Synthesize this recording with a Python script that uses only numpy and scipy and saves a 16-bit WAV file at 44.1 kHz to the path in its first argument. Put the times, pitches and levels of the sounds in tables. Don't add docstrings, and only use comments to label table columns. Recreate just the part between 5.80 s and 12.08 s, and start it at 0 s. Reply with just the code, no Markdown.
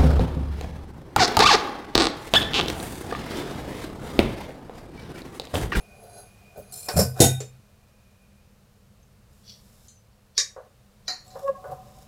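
import sys
import numpy as np
from scipy import signal
from scipy.fft import rfft, irfft
from scipy.io import wavfile
from scipy.ndimage import uniform_filter1d

SR = 44100
rng = np.random.default_rng(int(sys.argv[2]) if len(sys.argv) > 2 else 0)


def generate_wav(sig):
    pcm = np.round(np.clip(np.atleast_2d(sig).T, -1, 1) * 32767).astype(np.int16)
    wavfile.write(sys.argv[1], SR, pcm)


def decibels_to_gain(level_db):
    exponent = np.asarray(level_db, float) / 20
    return 10 ** exponent


N = 276766


def evened(x):
    return x / np.sqrt(np.mean(x ** 2) + 1e-20)


def read_spectrum(points, freq_hz):
    point_hz, value = np.transpose(points)
    return np.interp(np.log(freq_hz + 1), np.log(point_hz + 1), value)


def add(mix, start_s, sound):
    part = mix[max(round(start_s * SR), 0):][:len(sound)]
    part += sound[:len(part)]


def unroll(rows):
    time_s, *columns = np.transpose(rows)
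    t = np.arange(time_s[0], time_s[-1], 1 / SR)
    fade = signal.windows.tukey(len(t), 0.009 * SR / len(t))
    return time_s[0], fade, [np.interp(t, time_s, column) for column in columns]


def coloured(x, tone):
    gain = decibels_to_gain(read_spectrum(tone, np.fft.rfftfreq(len(x), 1 / SR)))
    return irfft(rfft(x) * gain, len(x))


def resonate(x, freq_hz, width_hz):
    turn = np.exp(2j * np.pi * np.cumsum(freq_hz * np.ones(len(x))) / SR)
    r = np.exp(-np.pi * width_hz / SR)
    return 2 * (turn * signal.lfilter([1 - r], [1, -r], x / turn)).real


def strike(blows, ring, tone, clatter_db, clatter_t60_s, contact_ms, split_hz=22.0):
    out = np.zeros(N)
    t = np.arange(SR * 2 // 5) / SR
    freq_hz, level_db, t60_s = np.repeat(np.transpose(ring), 3, axis=1)[:, :, None]
    for start_s, peak_db in blows:
        detune, phase = rng.uniform(-1, 1, (2, len(freq_hz), 1))
        turns = (freq_hz + detune * split_hz * np.sqrt(freq_hz / 4000)) * t + phase
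        modes = (decibels_to_gain(level_db - 60 * t / t60_s) * np.sin(2 * np.pi * turns)).sum(0)
        modes = modes / np.linalg.norm(decibels_to_gain(level_db)) / 2
        crowd = evened(coloured(rng.standard_normal(len(t)), tone))
        crowd = crowd * decibels_to_gain(clatter_db - 60 * t / clatter_t60_s)
        onset = 1 - np.exp(-t * 1000 / contact_ms)
        add(out, start_s, decibels_to_gain(peak_db - 3) * (modes + crowd) * onset)
    return out


def rub(rows, steel, body=None, broad_db=-6., grit_db=3.):
    start_s, fade, levels_db = unroll(rows)
    out = 0
    for level_db, peaks in zip(levels_db, (steel, body)):
        unevenness = evened(uniform_filter1d(rng.standard_normal(len(fade)), 150))
        grains = rng.standard_normal(len(fade)) * decibels_to_gain(grit_db * unevenness)
        sung = 0
        for freq_hz, width_hz, peak_db in peaks:
            sung = sung + decibels_to_gain(peak_db) * resonate(resonate(grains, freq_hz, width_hz), freq_hz, width_hz)
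        lo, hi = peaks[0][0], peaks[-1][0]
        broad = coloured(grains, [(lo / 3.2, -40), (lo, 0), (hi, 0), (hi * 1.5, -20)])
        out = out + decibels_to_gain(level_db) * evened(evened(sung) + decibels_to_gain(broad_db) * evened(broad))
    return start_s, out * fade


# freq_hz, density_db
AIR_TONE = [(12, -40.5), (20, -3), (129, 0.5), (166, -12.5), (201, 1.5), (266, -25), (491, -15),
            (905, -23.5), (1100, -22.5), (2090, -28.5), (2460, -27.5), (3740, -29), (15500, -36.5)]
# time_s, rumble_db, hiss_db
AIR_LEVELS = [(0, -56.5, -60.5), (0.999, -56, -61), (2, -60, -64.5), (3.301, -58.5, -65.5),
              (3.9, -56.5, -63.5), (4.08, -57.5, -65), (4.09, -61.5, -66.5), (5.1, -60.5, -64.5),
              (5.899, -53.5, -61), (6.28, -54, -61)]
# freq_hz, width_hz, level_db
HUM = [(52, 13, 4), (130, 39, -1.5), (203, 6.9, -2), (484, 30, -15.5)]


def air():
    time_s, rumble_db, hiss_db = np.transpose(AIR_LEVELS)
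    t = np.arange(N) / SR
    noise = coloured(rng.standard_normal(N), AIR_TONE)
    white = rng.standard_normal(N)
    hum = sum(decibels_to_gain(db) * resonate(white, freq_hz, width_hz) for freq_hz, width_hz, db in HUM)
    low = coloured(noise, [(260, 0), (330, -40)])
    high = noise - low
    hiss = high / np.std(coloured(noise, [(900, -60), (1000, 0)]))
    rumble = evened(evened(low) + decibels_to_gain(-10.5) * evened(hum))
    rumble = decibels_to_gain(np.interp(t, time_s, rumble_db) + 2.0) * rumble
    return rumble + decibels_to_gain(np.interp(t, time_s, hiss_db) - 1.39) * hiss


# time_s, level_db
WHISTLE = [(0.0, -62), (0.15, -60), (0.28, -69), (0.74, -60.5), (0.91, -67.5), (1.19, -46.5), (1.33, -75.5),
           (1.41, -46.5), (1.84, -79), (2.55, -72), (2.7, -82)]


def whistle():
    start_s, fade, (level_db,) = unroll(WHISTLE)
    steam = resonate(rng.standard_normal(len(level_db)), 2450, 30)
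    return start_s, fade * decibels_to_gain(level_db) * evened(steam)


# time_s, steel_db, body_db
TWIST = [
    [(0.0, -57.5, -54), (0.058, -73.5, -62.5), (0.3, -56, -48.5)],
    [(0.3, -58, -51.5), (0.386, -46, -45), (0.52, -70.5, -68)],
    [(0.52, -76, -69.5), (0.712, -90, -62.5), (0.76, -66, -54)],
    [(0.76, -64.5, -44.5), (0.91, -59, -65), (0.92, -53, -48)],
]
# freq_hz, width_hz, level_db
TWIST_STEEL = [(4100, 140, -8), (4730, 87, -4), (6480, 200, -6.5), (8700, 120, -6.5), (10120, 50, 5),
               (10470, 60, 4.5), (11200, 80, -6), (12400, 88, -11.5)]
# freq_hz, width_hz, level_db
POT_BODY = [(449, 150, -4.5), (590, 60, 0), (690, 160, -0.5), (1490, 69, -16.5)]


def twist():
    return rub(sum(TWIST, []), TWIST_STEEL, POT_BODY, broad_db=-9.0, grit_db=2.3)


# start_s, peak_db
NUDGES = [
    (0.232, -35.5),
    (0.774, -28.5),
    (0.789, -31),
]
# freq_hz, level_db, t60_s
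NUDGE_RING = [(129, -7, 0.23), (420, -3, .1), (590, 0.5, .09)]
# freq_hz, density_db
NUDGE_TONE = [(59, -26.5), (100, 4), (297, -15.5), (594, 4.5), (923, -52), (2520, -45), (15000, -24)]


def nudges():
    return strike(NUDGES, NUDGE_RING, NUDGE_TONE, -3, .12, 1.6)


# time_s, steel_db, body_db
SLIDE = [
    [(0.92, -38, -48.5), (1.046, -42.5, -61.5), (1.085, -46, -45.5)],
    [(1.085, -36, -32), (1.153, -43.5, -38.5), (1.186, -21.5, -22)],
    [(1.34, -61.5, -54), (1.394, -41.5, -33), (1.4, -25.5, -19.5)],
]
# freq_hz, width_hz, level_db
SLIDE_STEEL = [(4200, 210, -9), (5270, 150, -6.5), (7280, 200, -2), (7850, 150, -3), (8930, 200, -2.5),
               (10460, 210, -0.5), (12900, 380, -8), (14500, 200, -15)]


def slide():
    return rub(sum(SLIDE[:2], []), SLIDE_STEEL, POT_BODY, broad_db=-3.5, grit_db=2.5)


# start_s, peak_db
CATCH = [
    (1.086, -16.5),
]
# freq_hz, level_db, t60_s
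CATCH_RING = [(790, -3, .15), (4807, -2.5, .06), (5470, -2, .12), (7290, -5, .06)]
# freq_hz, density_db
CATCH_TONE = [(120, -43.5), (200, -10.5), (288, -17.5), (783, -6), (3230, -25), (5480, -9), (5790, -22.5),
              (15500, -38.5)]


def catch():
    return strike(CATCH, CATCH_RING, CATCH_TONE, -5, 0.14, .6)


# start_s, peak_db
BOOMS = [
    (1.14, -18),
    (1.158, -2.5),
    (1.4, 0),
]
# freq_hz, level_db, t60_s
BOOM_RING = [(80, -8.5, 0.36), (96, -5, 0.43), (129.3, -4, 0.64), (168, -7, .26), (208, -13, .26)]
# freq_hz, density_db
BOOM_TONE = [(30, -29.5), (60, -13.5), (120, 0), (250, -14), (400, -49.5)]


def booms():
    return strike(BOOMS, BOOM_RING, BOOM_TONE, -13, .28, 3.7)


# start_s, peak_db
FREE = [
    (1.164, -8.5),
    (1.187, -2),
    (1.199, -10.5),
]
# freq_hz, level_db, t60_s
FREE_RING = [(474, -1, 0.18), (637, -7, 0.17), (1490, -28.5, 0.4), (4950, -16.5, 0.29), (5390, -8, 0.17),
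             (7251, -7, 0.16), (9200, -17.5, 0.13), (10300, -15, 0.22), (11400, -18, 0.17),
             (12100, -8.5, 0.15), (12800, -27, 0.19)]
# freq_hz, density_db
FREE_TONE = [(120, -27.5), (200, 3.5), (293, -23), (585, -4.5), (889, -22.5), (3480, -38.5), (5480, -15.5),
             (5900, -28), (10900, -24.5), (15500, -39)]


def break_free():
    return strike(FREE, FREE_RING, FREE_TONE, -5.5, 0.17, 4.5, split_hz=37.0)


# freq_hz, width_hz, level_db
RUSTLE = [(3800, 900, 0.5), (5350, 1300, 1), (7200, 3100, -0.5), (10500, 3000, -5), (13500, 2000, -6.5)]


def lift_scrape():
    return rub(SLIDE[2], RUSTLE, POT_BODY, broad_db=-2.0, grit_db=3.6)


# start_s, peak_db
CLANK = [
    (1.402, 2),
    (1.417, -0.5),
    (1.439, -3.5),
]
# freq_hz, level_db, t60_s
CLANK_RING = [(357, -4, .12), (404, -4.5, 0.16), (479, -1.5, 0.26), (687, -8, 0.2), (781, -13.5, .35),
              (1485, -24.5, .35), (1947, -22, .24), (3106, -20, 0.17), (3690, -12, 0.36),
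              (4000, -16.5, 0.16), (5512, -12, .19), (6630, -11, 0.29), (6900, -7.5, .17),
              (7680, -12.5, 0.22)]
# freq_hz, density_db
CLANK_TONE = [(120, -42.5), (200, -10.5), (445, -12), (488, -13), (534, -19.5), (783, -15), (1110, -38),
              (1480, -33.5), (10200, -20.5), (15500, -36)]


def clank():
    return strike(CLANK, CLANK_RING, CLANK_TONE, -9.5, 0.18, 1.0, split_hz=45.)


# start_s, peak_db
TOUCH = [
    (1.603, -20.5),
]
# freq_hz, level_db, t60_s
TOUCH_RING = [(494, -10, 0.22), (2455, -14, 0.11), (3770, -18.5, 0.13), (4457, -18.5, 0.23),
              (5250, -17, 0.24), (6100, -32, 0.28), (7214, 0.5, 0.11), (8600, -26, 0.21),
              (12000, -17, 0.18)]
# freq_hz, density_db
TOUCH_TONE = [(120, -44), (200, -22), (470, 6), (889, -19.5), (4100, -19), (7470, -13), (15500, -44)]


def touch():
    return strike(TOUCH, TOUCH_RING, TOUCH_TONE, -8.5, 0.16, 0.58)


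# start_s, peak_db, freq_hz
TICKS = [(2.4194, -64, 10400), (3.2294, -58.5, 6340), (3.679, -41.5, 4710), (4.3294, -63, 4460),
         (5.4804, -48.5, 7690), (5.5464, -57, 5020), (5.6594, -56, 12900)]


def ticks():
    out = np.zeros(N)
    t = np.arange(3000) / SR
    for start_s, peak_db, freq_hz in TICKS:
        add(out, start_s, decibels_to_gain(peak_db - 60 * t / 0.06) * np.sin(2 * np.pi * freq_hz * t))
    return out


# time_s, level_db
SLEEVE = [(3.5, -78), (3.524, -69), (4.08, -62)]


def sleeve():
    return rub(SLEEVE, RUSTLE, broad_db=2.0, grit_db=1.9)


# time_s, level_db
SET_DOWN = [
    [(3.63, -67), (3.696, -44), (3.82, -69)],
]
# freq_hz, width_hz, level_db
SET_STEEL = [(3380, 180, 1), (4520, 580, 0), (5280, 320, 0), (5720, 430, 0)]


def set_down():
    return rub(SET_DOWN[0], SET_STEEL, broad_db=-0.5, grit_db=2.3)


# start_s, peak_db
BANGLE = [
    (4.0825, -34),
]
# freq_hz, level_db, t60_s
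BANGLE_RING = [(3117, -22, 0.32), (4170, -23, 0.27), (4900, -29, 0.56), (6120, -9.5, 0.25),
               (7068, -9.5, 0.038), (11200, -32, 0.49)]
# freq_hz, density_db
BANGLE_TONE = [(1180, -62), (2000, -30), (4100, -13.5), (5630, -23), (6240, -3), (15500, -38)]


def bangle():
    return strike(BANGLE, BANGLE_RING, BANGLE_TONE, -14, 0.24, .3, split_hz=12.5)


# time_s, level_db
APPROACH = [
    [(4.545, -64), (4.567, -53.5), (4.578, -19.5)],
    [(5.24, -79.5), (5.272, -57), (5.279, -28)],
]


def approach():
    out = np.zeros(N)
    for rows in APPROACH:
        add(out, *rub(rows, SET_STEEL, broad_db=-2.5, grit_db=2.9))
    return out


# start_s, peak_db
RIM = [
    (4.578, -7),
    (4.598, -12),
]
# freq_hz, level_db, t60_s
RIM_RING = [(1105, -23, 0.19), (1720, -22, 0.12), (2360, -15, 0.19), (3779, -1, 0.14), (4100, -19, 0.2),
            (4597, -14.5, 0.19), (5100, -18, 0.089), (5570, -21, 0.15), (5750, -1.5, 0.11),
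            (6654, -2, 0.12), (6864, -3, 0.12), (7800, -29.5, 0.28)]
# freq_hz, density_db
RIM_TONE = [(150, -78.5), (250, -45.5), (457, -11), (994, -49.5), (1140, -8), (1310, -34.5), (1760, -6.5),
            (2950, -23), (3690, -8), (5580, 1.5), (15500, -41.5)]


def rim():
    return strike(RIM, RIM_RING, RIM_TONE, -6, 0.15, 0.46, split_hz=72.0)


# start_s, peak_db
KNOCKS = [
    (4.762, -33),
    (5.553, -32.5),
    (5.841, -31.5),
    (5.894, -36.5),
]
# freq_hz, level_db, t60_s
KNOCK_RING = [(544, -0.5, 0.25), (640, -35, 0.44), (1143, -3.5, 0.25), (1470, -7, 0.22), (1690, -24.5, 0.1),
              (2070, -15, 0.063)]
# freq_hz, density_db
KNOCK_TONE = [(150, -44.5), (250, -27), (322, -17), (499, 11), (754, 2), (1590, -13), (1740, -12),
              (2210, -32), (6000, -41.5), (7800, -62), (13200, -120)]


def knocks():
    return strike(KNOCKS, KNOCK_RING, KNOCK_TONE, -0.5, 0.27, 1.8)


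# start_s, peak_db
WALL = [
    (5.2791, -12),
    (5.299, -21),
    (5.5036, -39),
]
# freq_hz, level_db, t60_s
WALL_RING = [(740, -14, 0.24), (1406, -20.5, .18), (1885, -20, .25), (2345, -23, 0.23), (3030, -26, 0.12),
             (4000, -2, .18), (4368, -14.5, 0.37), (4930, -6, 0.15), (5580, -14, .25), (6220, -12.5, .2),
             (6890, -9, 0.22), (7360, -25.5, .2), (10430, -27, 0.22), (13200, -30, .22)]
# freq_hz, density_db
WALL_TONE = [(150, -59), (250, -21), (1920, -12), (3500, -32), (4160, 4), (5210, -16), (6990, -25),
             (15500, -49)]


def wall():
    return strike(WALL, WALL_RING, WALL_TONE, -12.5, 0.27, 1.0, split_hz=50.)


# time_s, rustle_db, body_db
STIR = [
    [(5.44, -61.5, -63.5), (5.592, -60, -44), (5.7, -60.5, -58.5)],
    [(5.7, -71, -59.5), (5.934, -72.5, -37), (5.96, -70.5, -55)],
    [(5.96, -72.5, -49), (6.232, -59, -55.5), (6.276, -75.5, -62)],
]
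# freq_hz, width_hz, level_db
STIR_BODY = [(131, 30, -1), (481, 53, -6.5), (574, 59, 0), (746, 42, 5), (1033, 116, -10), (1188, 116, -16)]


def stir():
    return rub(sum(STIR, []), RUSTLE, STIR_BODY, broad_db=-9.5, grit_db=3.5)


# time_s, pitch_hz, partial_1_db, partial_2_db
SQUEAK = [
    [(5.6, 557.1, -55, -70), (5.652, 549, -25.5, -53), (5.68, 561, -28.5, -33.5)],
    [(5.68, 549, -27.5, -28), (5.698, 550.4, -17.5, -31.5), (5.74, 555.9, -46, -59.5)],
    [(5.74, 558, -39, -55), (5.756, 544, -44.5, -43.5), (5.82, 560, -60, -75)],
]
# multiple, level_db re partial 2
SQUEAK_TOP = [(3, -13), (5, -28)]


def squeak():
    start_s, fade, (pitch_hz, first_db, second_db) = unroll(sum(SQUEAK, []))
    turn = 2 * np.pi * np.cumsum(pitch_hz) / SR
    out = decibels_to_gain(first_db + 3) * np.sin(turn)
    out += decibels_to_gain(second_db + 6) * np.sin(2 * turn + 1.3)
    for multiple, level_db in SQUEAK_TOP:
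        out += decibels_to_gain(second_db + level_db) * np.sin(multiple * turn)
    return start_s, fade * out


# freq_hz, t60_s
KITCHEN = [(100, .25), (500, 0.21), (2000, 0.3), (5000, 0.21), (12000, 0.32)]


def kitchen(x):
    taps = np.zeros(SR // 2)
    at = np.arange(200, len(taps) - 20, 12)
    taps[at + rng.integers(0, 12, len(at))] = rng.choice([-1., 1.], len(at))
    freq_hz, t, z = signal.stft(taps, SR, nperseg=256)
    decay = decibels_to_gain(-60 * t / read_spectrum(KITCHEN, freq_hz)[:, None])
    tail = signal.istft(z * decay, SR, nperseg=256)[1]
    return signal.fftconvolve(x, tail / np.linalg.norm(tail))[:N]


def scene():
    near = nudges() + catch() + break_free() + clank() + touch()
    near += ticks() + bangle() + approach() + rim() + knocks() + wall()
    for source in (twist, slide, lift_scrape, sleeve, set_down, stir, squeak):
        add(near, *source())
    far = air() + booms()
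    add(far, *whistle())
    return (decibels_to_gain(-0.5) * near + decibels_to_gain(-9.5) * kitchen(near) + far)[None]


def roll_off(x):
    return signal.sosfilt(signal.butter(12, 15610, fs=SR, output="sos"), x)


def record(dry):
    dipped = dry[0] - 0.3 * resonate(dry[0], 3330, 350)
    mix = np.clip(dipped, -1, 1)[None]
    return roll_off(mix)


dry = scene()
out = record(dry)
generate_wav(out)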